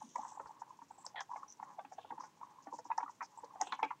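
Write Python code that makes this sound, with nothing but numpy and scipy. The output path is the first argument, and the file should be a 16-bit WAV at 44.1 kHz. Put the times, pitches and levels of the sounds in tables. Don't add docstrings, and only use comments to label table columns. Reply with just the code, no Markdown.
import sys
import numpy as np
from scipy import signal
from scipy.fft import rfft, irfft
from scipy.io import wavfile

SR = 44100
rng = np.random.default_rng(int(sys.argv[2]) if len(sys.argv) > 2 else 0)


def log_audio(samples):
    frames = np.atleast_2d(samples).T
    limited = np.clip(frames, -1, 1)
    pcm = np.round(limited * 32767).astype(np.int16)
    wavfile.write(sys.argv[1], SR, pcm)


N = 176400
TIME = np.arange(N) / SR
HIT_SAMPLES, BLOW_AT_S = 8000, .02
HIT_TIME = np.arange(HIT_SAMPLES) / SR - BLOW_AT_S
DETUNE = .035


def from_db(db):
    return 10 ** (np.asarray(db) / 20)


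def rms_one(x):
    return x / np.sqrt(np.mean(x ** 2) + 1e-20)


def peak_one(x):
    return x / (np.abs(x).max() + 1e-20)


def add(out, start, x):
    i = int(np.clip(start * SR, 0, N - 1))
    out[i:i + len(x)] += x[:N - i]


def low_pass(x, hz):
    return signal.sosfilt(signal.butter(6, hz, fs=SR, output="sos"), x + 1e-18)


def band(x, hz, width_hz):
    high = np.sqrt(hz ** 2 + width_hz ** 2 / 4) + width_hz / 2
    sos = signal.butter(2, [high - width_hz, high], "band", fs=SR, output="sos")
    return signal.sosfilt(sos, x + 1e-18)


def drift(hz):
    step, settle = 40, 2000
    pole = np.exp(-2 * np.pi * hz * step / SR)
    noise = rng.standard_normal(N // step + settle + 2)
    slow = signal.lfilter([1], [1, -2 * pole, pole * pole], noise)[settle:]
    return np.interp(np.arange(N) / step, np.arange(len(slow)), rms_one(slow))


def grains(per_s, size=N):
    return (rng.random(size) < per_s / SR) * rng.standard_normal(size)


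def ring(force, hz, t60):
    pole = np.exp(-np.log(1000) / (t60 * SR))
    feedback = [1, -2 * pole * np.cos(2 * np.pi * hz / SR), pole * pole]
    return signal.lfilter([.5, 0, -.5], feedback, force + 1e-18)


def body(force, modes, scatter_db=3):
    out = np.zeros(len(force))
    for k, (hz, db, t60) in enumerate(modes):
        strength, pitch = rng.standard_normal(2)
        gain = (-1) ** k * from_db(db + scatter_db * strength)
        out += gain * ring(force, hz * np.exp(DETUNE * pitch), t60)
    return out


def banded_body(force, modes):
    low, high = modes[0][0], modes[-1][0]
    centre, width = np.sqrt(low * high), 1.97 * (high - low)
    return band(band(body(force, modes), centre, width), centre, width)


# frequency in Hz, relative level in dB.
ROOM_SPECTRUM = [(25,-26),(60,-20),(100,-1.5),(150,1.5),(290,-0.5),(500,-5),(1500,-11),(4500,-17),(8000,-21.5),(11000,-28)]


def room_tone(level_db=-71.5):
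    hz, db = np.transpose(ROOM_SPECTRUM)
    gain = from_db(np.interp(np.log(np.fft.rfftfreq(N, 1 / SR) + 1), np.log(hz), db))
    return from_db(level_db) * rms_one(irfft(rfft(rng.standard_normal(N)) * gain, N))


def reverb(x, level_db=-15.5, t60=.12, predelay_s=.0054, cutoff_hz=10000):
    t = TIME[:SR // 2]
    tail = rng.standard_normal(len(t)) * np.exp(-np.log(1000) * t / t60) * (t > predelay_s)
    tail = signal.sosfilt(signal.butter(1, cutoff_hz, fs=SR, output="sos"), tail / np.linalg.norm(tail))
    return from_db(level_db) * signal.fftconvolve(x, tail)[:N]


def stroke(start, length, edge_s=.0011):
    return np.clip(np.minimum(TIME - start, start + length + edge_s - TIME) / edge_s, 0, 1)


# start in seconds, length in seconds, level in dB, pitch in Hz.
SCUFFS = [(0.032,0.086,-63,233),(0.444,0.03,-73,90),(2.111,0.039,-57.5,282),(2.183,0.0425,-79,285),(2.672,0.033,-70,302)]


def scuffs():
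    out = np.zeros(N)
    for start, length, db, hz in SCUFFS:
        rumble = rms_one(band(rng.standard_normal(N), hz, width_hz=79))
        out += from_db(db) * stroke(start, length) * rumble
    return out


# start in seconds, length in seconds, relative level in dB,
# band centre in Hz, bandwidth in Hz.
RUBS = [(0,0.16,-68,6220,1170),(.01,0.089,-72.5,9200,2440),(0.155,0.032,-64,7100,1200),(0.176,0.16,-68,6120,1180),(0.225,0.17,-70.5,7430,1090),(0.397,0.12,-78,7050,2400),(0.91,0.05,-74.5,7800,700),(0.981,0.05,-68,7750,796),(1.05,0.02,-56.5,7700,900),(1.053,0.046,-69,5800,1400),(1.209,0.027,-65.5,6100,1400),(1.297,0.14,-76.5,6000,1980),(1.48,0.059,-61,5900,450),(1.92,0.04,-71.5,6200,1600),(2.198,0.059,-64.5,5700,1450),(2.624,0.024,-67,5900,1600),(2.732,0.042,-66.5,6300,2040),(2.782,.025,-63.5,6000,1600),(2.844,0.037,-70,6000,1600),(2.97,0.02,-67,5860,1980),(3.222,0.042,-62,5660,1280),(3.373,0.028,-64.5,7680,800),(3.443,0.015,-69,5200,2220),(3.598,0.089,-65,6300,1400),(3.602,0.1,-65.5,7700,1200),(3.719,0.037,-68.5,5900,2000),(3.836,.018,-67.5,5600,2390),(1.978,0.13,-73,3150,1020),(3.604,0.18,-64.5,2930,1010),(3.842,0.084,-63,2420,498),(0.47,0.019,-70.5,4850,1400),(0,.32,-79,3320,1190)]


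def friction(grains_per_s=7000, slide_db=-81.5, slide_flutter_db=3.5, fade_db=3.5, flutter_db=2.5):
    slide_gain = from_db(slide_db + slide_flutter_db * drift(hz=24))
    hiss = slide_gain * rms_one(band(grains(grains_per_s), hz=6260, width_hz=1900))
    for start, length, db, hz, width in RUBS:
        fade = from_db(-fade_db * np.clip((TIME - start) / length - .5, -1, 1))
        rub = rms_one(band(grains(grains_per_s), hz, width))
        hiss += from_db(db) * stroke(start, length) * fade * rub
    return low_pass(hiss, hz=8800) * from_db(flutter_db * drift(hz=30))


def tap(hz, rise_s=.00081, fall_s=.0035):
    envelope = np.exp(-np.logaddexp(-HIT_TIME / rise_s, HIT_TIME / fall_s))
    return peak_one(np.sin(2 * np.pi * hz * HIT_TIME) * envelope)


# time in seconds, peak level in dB, pitch in Hz.
ACCENT_TAPS = [(.199,-45,860),(0.233,-39,1010),(.321,-45,860),(.375,-39.5,844),(.494,-43.5,880),(.509,-42.5,894),
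               (0.707,-43,1005),(.791,-46.5,950),(.985,-49.5,800),(1.048,-43,1000),(1.295,-44,864),(1.305,-41,943),(1.336,-36.5,1000),
               (1.344,-41,900),(1.378,-47,1150),(2.587,-46,1026),(3.063,-42,1207),(3.096,-40.5,953),(3.376,-43,900),(3.387,-41,918),(3.509,-47.5,1055)]


def accent_taps():
    out = np.zeros(N)
    for start, db, hz in ACCENT_TAPS:
        add(out, start - BLOW_AT_S, from_db(db) * tap(hz))
    return out


# pitch in Hz, relative level in dB, time to die by 60 dB in seconds.
GEAR_MODES = [(824.6,0,0.054),(863.6,-4,0.073),(956,0,0.055),(1117,-1,0.065),(1173,-3,0.029)]
OVERTONE_MODES = [(1340,8.5,0.014),(1513,-1,0.056),(1660,-1,0.052),(1883,5,0.022),(2116,6,0.02),(2302,-6.5,0.041)]
BOARD_MODES = [(230,0,0.069),(288,0,0.11),(374,-2,0.036),(473,5.5,0.025),(539.5,2,0.072),(658,0,0.07)]
# time in seconds, relative level in dB.
ROLL_LEVELS = [(0,-45),(.07,-74.5),(.15,-72.5),(.2,-51.5),(.38,-55.5),(.55,-63),(.72,-59.5),(.87,-78),(1.0,-62),(1.26,-72.5),(1.35,-52),(1.53,-71.5),(1.68,-54.5),(1.89,-79.5),(2.22,-53.5),(2.33,-74),(2.46,-59),(2.82,-69.5),(3.05,-55.5),(3.15,-74.5),(3.6,-55),(4,-76.5)]


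def rolling(taps_per_s=71, tap_hz=915, tap_boost_db=2, scatter_db=4.5, flutter_db=2.5):
    out = np.zeros(N)
    level_db = np.interp(TIME, *np.transpose(ROLL_LEVELS))
    for k, (late, strength, pitch) in enumerate(rng.standard_normal((400, 3))):
        start = (k + late / np.pi) / taps_per_s
        db = np.interp(start, TIME, level_db) + tap_boost_db + scatter_db * np.clip(strength, -2, 1)
        add(out, start - BLOW_AT_S, from_db(db) * tap(tap_hz * np.exp(2 * DETUNE * pitch)))
    rattle = grains(per_s=1100) * from_db(level_db + flutter_db * drift(hz=3.8))
    roll_rms = np.sqrt(np.mean(from_db(level_db) ** 2))
    for modes, db in ((GEAR_MODES, -5), (OVERTONE_MODES, -21.5), (BOARD_MODES, -20)):
        out += from_db(db) * roll_rms * rms_one(banded_body(rattle, modes))
    return out


# pitch in Hz, relative level in dB, time to die by 60 dB in seconds.
BOUND_GEAR_MODES = [(796,3,0.0099),(1410,-11,0.022),(1728,-9,.08),(3310,-1,0.0049)]


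def judder(start=1.157, length=.06, level_db=-46, slips_per_s=560, jitter=.45, scatter_db=3.5):
    tooth_hz, sag_hz_per_s, tooth_t60 = 2017, 7200, .03
    slip_count = np.floor(np.cumsum(slips_per_s * np.exp(jitter * drift(hz=150))) / SR)
    gate = (TIME > start) & (TIME < start + length)
    slips = gate * np.diff(slip_count, prepend=0) * from_db(scatter_db * drift(hz=230))
    glide_hz = tooth_hz - sag_hz_per_s * np.clip(TIME - start, 0, length)
    spin = np.exp(2j * np.pi * np.cumsum(glide_hz) / SR)
    pole = np.exp(-np.log(1000) / (tooth_t60 * SR))
    tooth = np.real(spin * signal.lfilter([1], [1, -pole], slips / spin + 1e-18))
    gear = sum(from_db(db) * rms_one(ring(slips, hz, t60)) for hz, db, t60 in BOUND_GEAR_MODES)
    creak = low_pass(band(rms_one(tooth) + gear, hz=1500, width_hz=2500), hz=4000)
    return from_db(level_db) * np.sqrt(gate.mean()) * rms_one(creak)


# start in seconds, peak level in dB, pitch in Hz,
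# level of the airy top in dB.
TIP_SNAPS = [(.159,-42.5,6000,-77),(1.065,-31,5700,-67),(1.206,-37.5,5450,-77),(1.524,-43.5,6400,-61),(2.979,-35,5760,-70),(3.614,-23.5,6100,-52.5),(3.83,-45.5,5400,-72)]


def snaps(decay_s=.00044, tail_share=.16, tail_s=.008):
    out, t = np.zeros(N), TIME[:HIT_SAMPLES]
    envelope = np.exp(-t / decay_s) + tail_share * np.exp(-t / tail_s)
    for start, db, hz, top_db in TIP_SNAPS:
        crack = rng.standard_normal(HIT_SAMPLES) * envelope
        tick = low_pass(band(crack, hz, width_hz=1350), hz=8800)
        add(out, start, from_db(db) * peak_one(tick))
        add(out, start, from_db(top_db) * peak_one(band(crack, hz=14000, width_hz=7000)))
    return out


def contact(softness=0, graze_s=.004, chatter_s=.009):
    graze = .3 * softness * np.exp(-np.abs(HIT_TIME) / graze_s)
    bounce = .49 / (1 + softness ** 2) * np.exp(-np.abs(HIT_TIME) / chatter_s)
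    force = np.where(HIT_TIME < 0, graze, bounce) * grains(per_s=1100, size=HIT_SAMPLES)
    force[int(BLOW_AT_S * SR)] = 1
    return force


# pitch in Hz, relative level in dB, time to die by 60 dB in seconds.
EDGE_MODES = [(2350,-1.5,0.039),(2607,2.5,0.011),(3075,-3.5,0.026),(3437,2,0.014),(4020,3,0.0074)]
# time in seconds, peak level in dB, band centre in Hz.
EDGE_HITS = [(1.793,-56.5,3160),(1.85,-53.5,2700),(2.915,-49,2280),(3.029,-59,2370),(3.671,-43.5,3200),(3.723,-33,3200),(3.83,-32,2270)]


def edge_clacks():
    out = np.zeros(N)
    for start, db, hz in EDGE_HITS:
        clack = band(body(contact(), EDGE_MODES), hz, width_hz=1180)
        add(out, start - BLOW_AT_S, from_db(db) * peak_one(clack))
    return out


# time in seconds, gear level in dB, gear pitch in Hz,
# board level in dB, board pitch in Hz, overtone level in dB. Levels are before each layer's trim.
TOOTH_KNOCKS = [(0.159, -29.5, 966, -48.5, 560, -45.5), (0.187, -36.5, 856, -52.5, 269, -83),
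                (0.251, -38, 915, -85, 555, -58), (0.399, -34.5, 915, -47.5, 516, -49.5),
                (0.459, -45.5, 950, -62.5, 483, -55), (0.62, -36.5, 909, -77, 505, -55),
                (0.819, -46.5, 967, -62.5, 288, -63), (0.91, -43.5, 834, -65, 503, -62.5),
                (1.064, -46.5, 810, -60, 538, -56.5), (1.147, -44.5, 793, -67, 565, -69),
                (1.208, -36, 996, -68, 528, -47.5), (1.316, -35.5, 953, -76, 544, -60),
                (1.361, -37, 809, -65, 570, -52), (1.432, -41, 1114, -83, 285, -55.5),
                (1.6, -39.5, 937, -66, 266, -57), (1.629, -36, 892, -65, 272, -51.5),
                (1.792, -36.5, 790, -58, 564, -52), (1.849, -46.5, 846, -61.5, 285, -55.5),
                (1.922, -44, 780, -60.5, 550, -58), (1.986, -38, 786, -55, 540, -57),
                (2.048, -45.5, 797, -57, 480, -62), (2.107, -37, 920, -64, 400, -51.5),
                (2.123, -38, 840, -53.5, 523, -74), (2.181, -42.5, 884, -61, 285, -62),
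                (2.207, -38, 1035, -65, 528, -53.5), (2.238, -44, 880, -71, 455, -53.5),
                (2.414, -45, 915, -68, 560, -60), (2.432, -39, 1037, -67, 288, -61),
                (2.671, -41.5, 784, -53, 285, -53.5), (2.727, -37.5, 950, -49, 435, -85),
                (2.739, -38, 922, -51.5, 303, -80), (2.789, -40.5, 910, -49.5, 625, -57),
                (2.856, -43.5, 914, -57.5, 269, -69), (2.904, -30, 906, -62, 463, -50),
                (2.915, -28, 959, -59, 560, -43.5), (2.979, -36, 1010, -70, 560, -44),
                (2.983, -26, 902, -60, 471, -54), (3.004, -35.5, 900, -60, 537, -48),
                (3.031, -29.5, 940, -56, 283, -50.5), (3.08, -43.5, 1130, -86, 231, -53),
                (3.208, -36.5, 1190, -69, 446, -44.5), (3.217, -35.5, 1020, -66, 245, -44.5),
                (3.227, -37, 918, -71, 519, -50), (3.437, -43.5, 920, -47, 490, -66),
                (3.558, -44.5, 780, -66, 543, -61), (3.612, -27, 820, -54, 460, -41.5),
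                (3.62, -28.5, 823, -47, 384, -47.5), (3.67, -42, 782, -56.5, 423, -53.5),
                (3.723, -32.5, 1057, -57.5, 303, -38), (3.732, -31.5, 936, -59, 535, -45.5),
                (3.793, -35, 908, -77, 567, -49), (3.8, -39, 1034, -71, 288, -54.5),
                (3.83, -23, 893, -40.5, 394, -34.5), (3.848, -36.5, 877, -48.5, 334, -48),
                (3.907, -36.5, 1075, -78, 570, -43.5), (3.912, -31.5, 960, -72, 554, -61)]


def knocks():
    hollow_trim_db, neighbour_trim_db, board_trim_db, overtone_trim_db = 1.5, -12, 1.5, 2
    seat_s, soft_range_db, focus_db_per_octave = .0014, 15.5, 23.5
    lead_s = .00037
    out, t = np.zeros(N), np.arange(-SR // 50, SR // 50) / SR
    for start, db, hz, board_db, board_hz, overtone_db in TOOTH_KNOCKS:
        softness = np.clip((db - overtone_db) / soft_range_db, .2, 1) ** 2
        force = contact(softness)
        swell = 1 / np.cosh(np.minimum(np.abs(np.pi / 2 * t / (seat_s * softness)), 20))
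        hollow = signal.fftconvolve(ring(force, hz, t60=.017), swell * np.cos(2 * np.pi * hz * t))
        add(out, start - BLOW_AT_S - lead_s + t[0], from_db(db + hollow_trim_db) * peak_one(hollow))
        board = [(f, level - focus_db_per_octave * abs(np.log2(f / board_hz)), t60)
                 for f, level, t60 in BOARD_MODES]
        tilt_db_per_octave = 2.2 * np.clip(overtone_db + 44, -10, 10)
        overtones = [(f, level + tilt_db_per_octave * np.log2(f / hz), t60)
                     for f, level, t60 in OVERTONE_MODES]
        for modes, peak_db in ((GEAR_MODES, db + neighbour_trim_db),
                               (board, board_db + board_trim_db),
                               (overtones, overtone_db + overtone_trim_db)):
            add(out, start - BLOW_AT_S, from_db(peak_db) * peak_one(banded_body(force, modes)))
    return out


def scene():
    gears = knocks() + edge_clacks() + snaps() + rolling() + accent_taps() + judder()
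    gears += friction() + scuffs()
    return (gears + reverb(gears) + room_tone())[None]


def record(dry):
    return signal.sosfilt(signal.ellip(12, .1, 70, 15750, fs=SR, output="sos"), dry)


dry = scene()
out = record(dry)
log_audio(out)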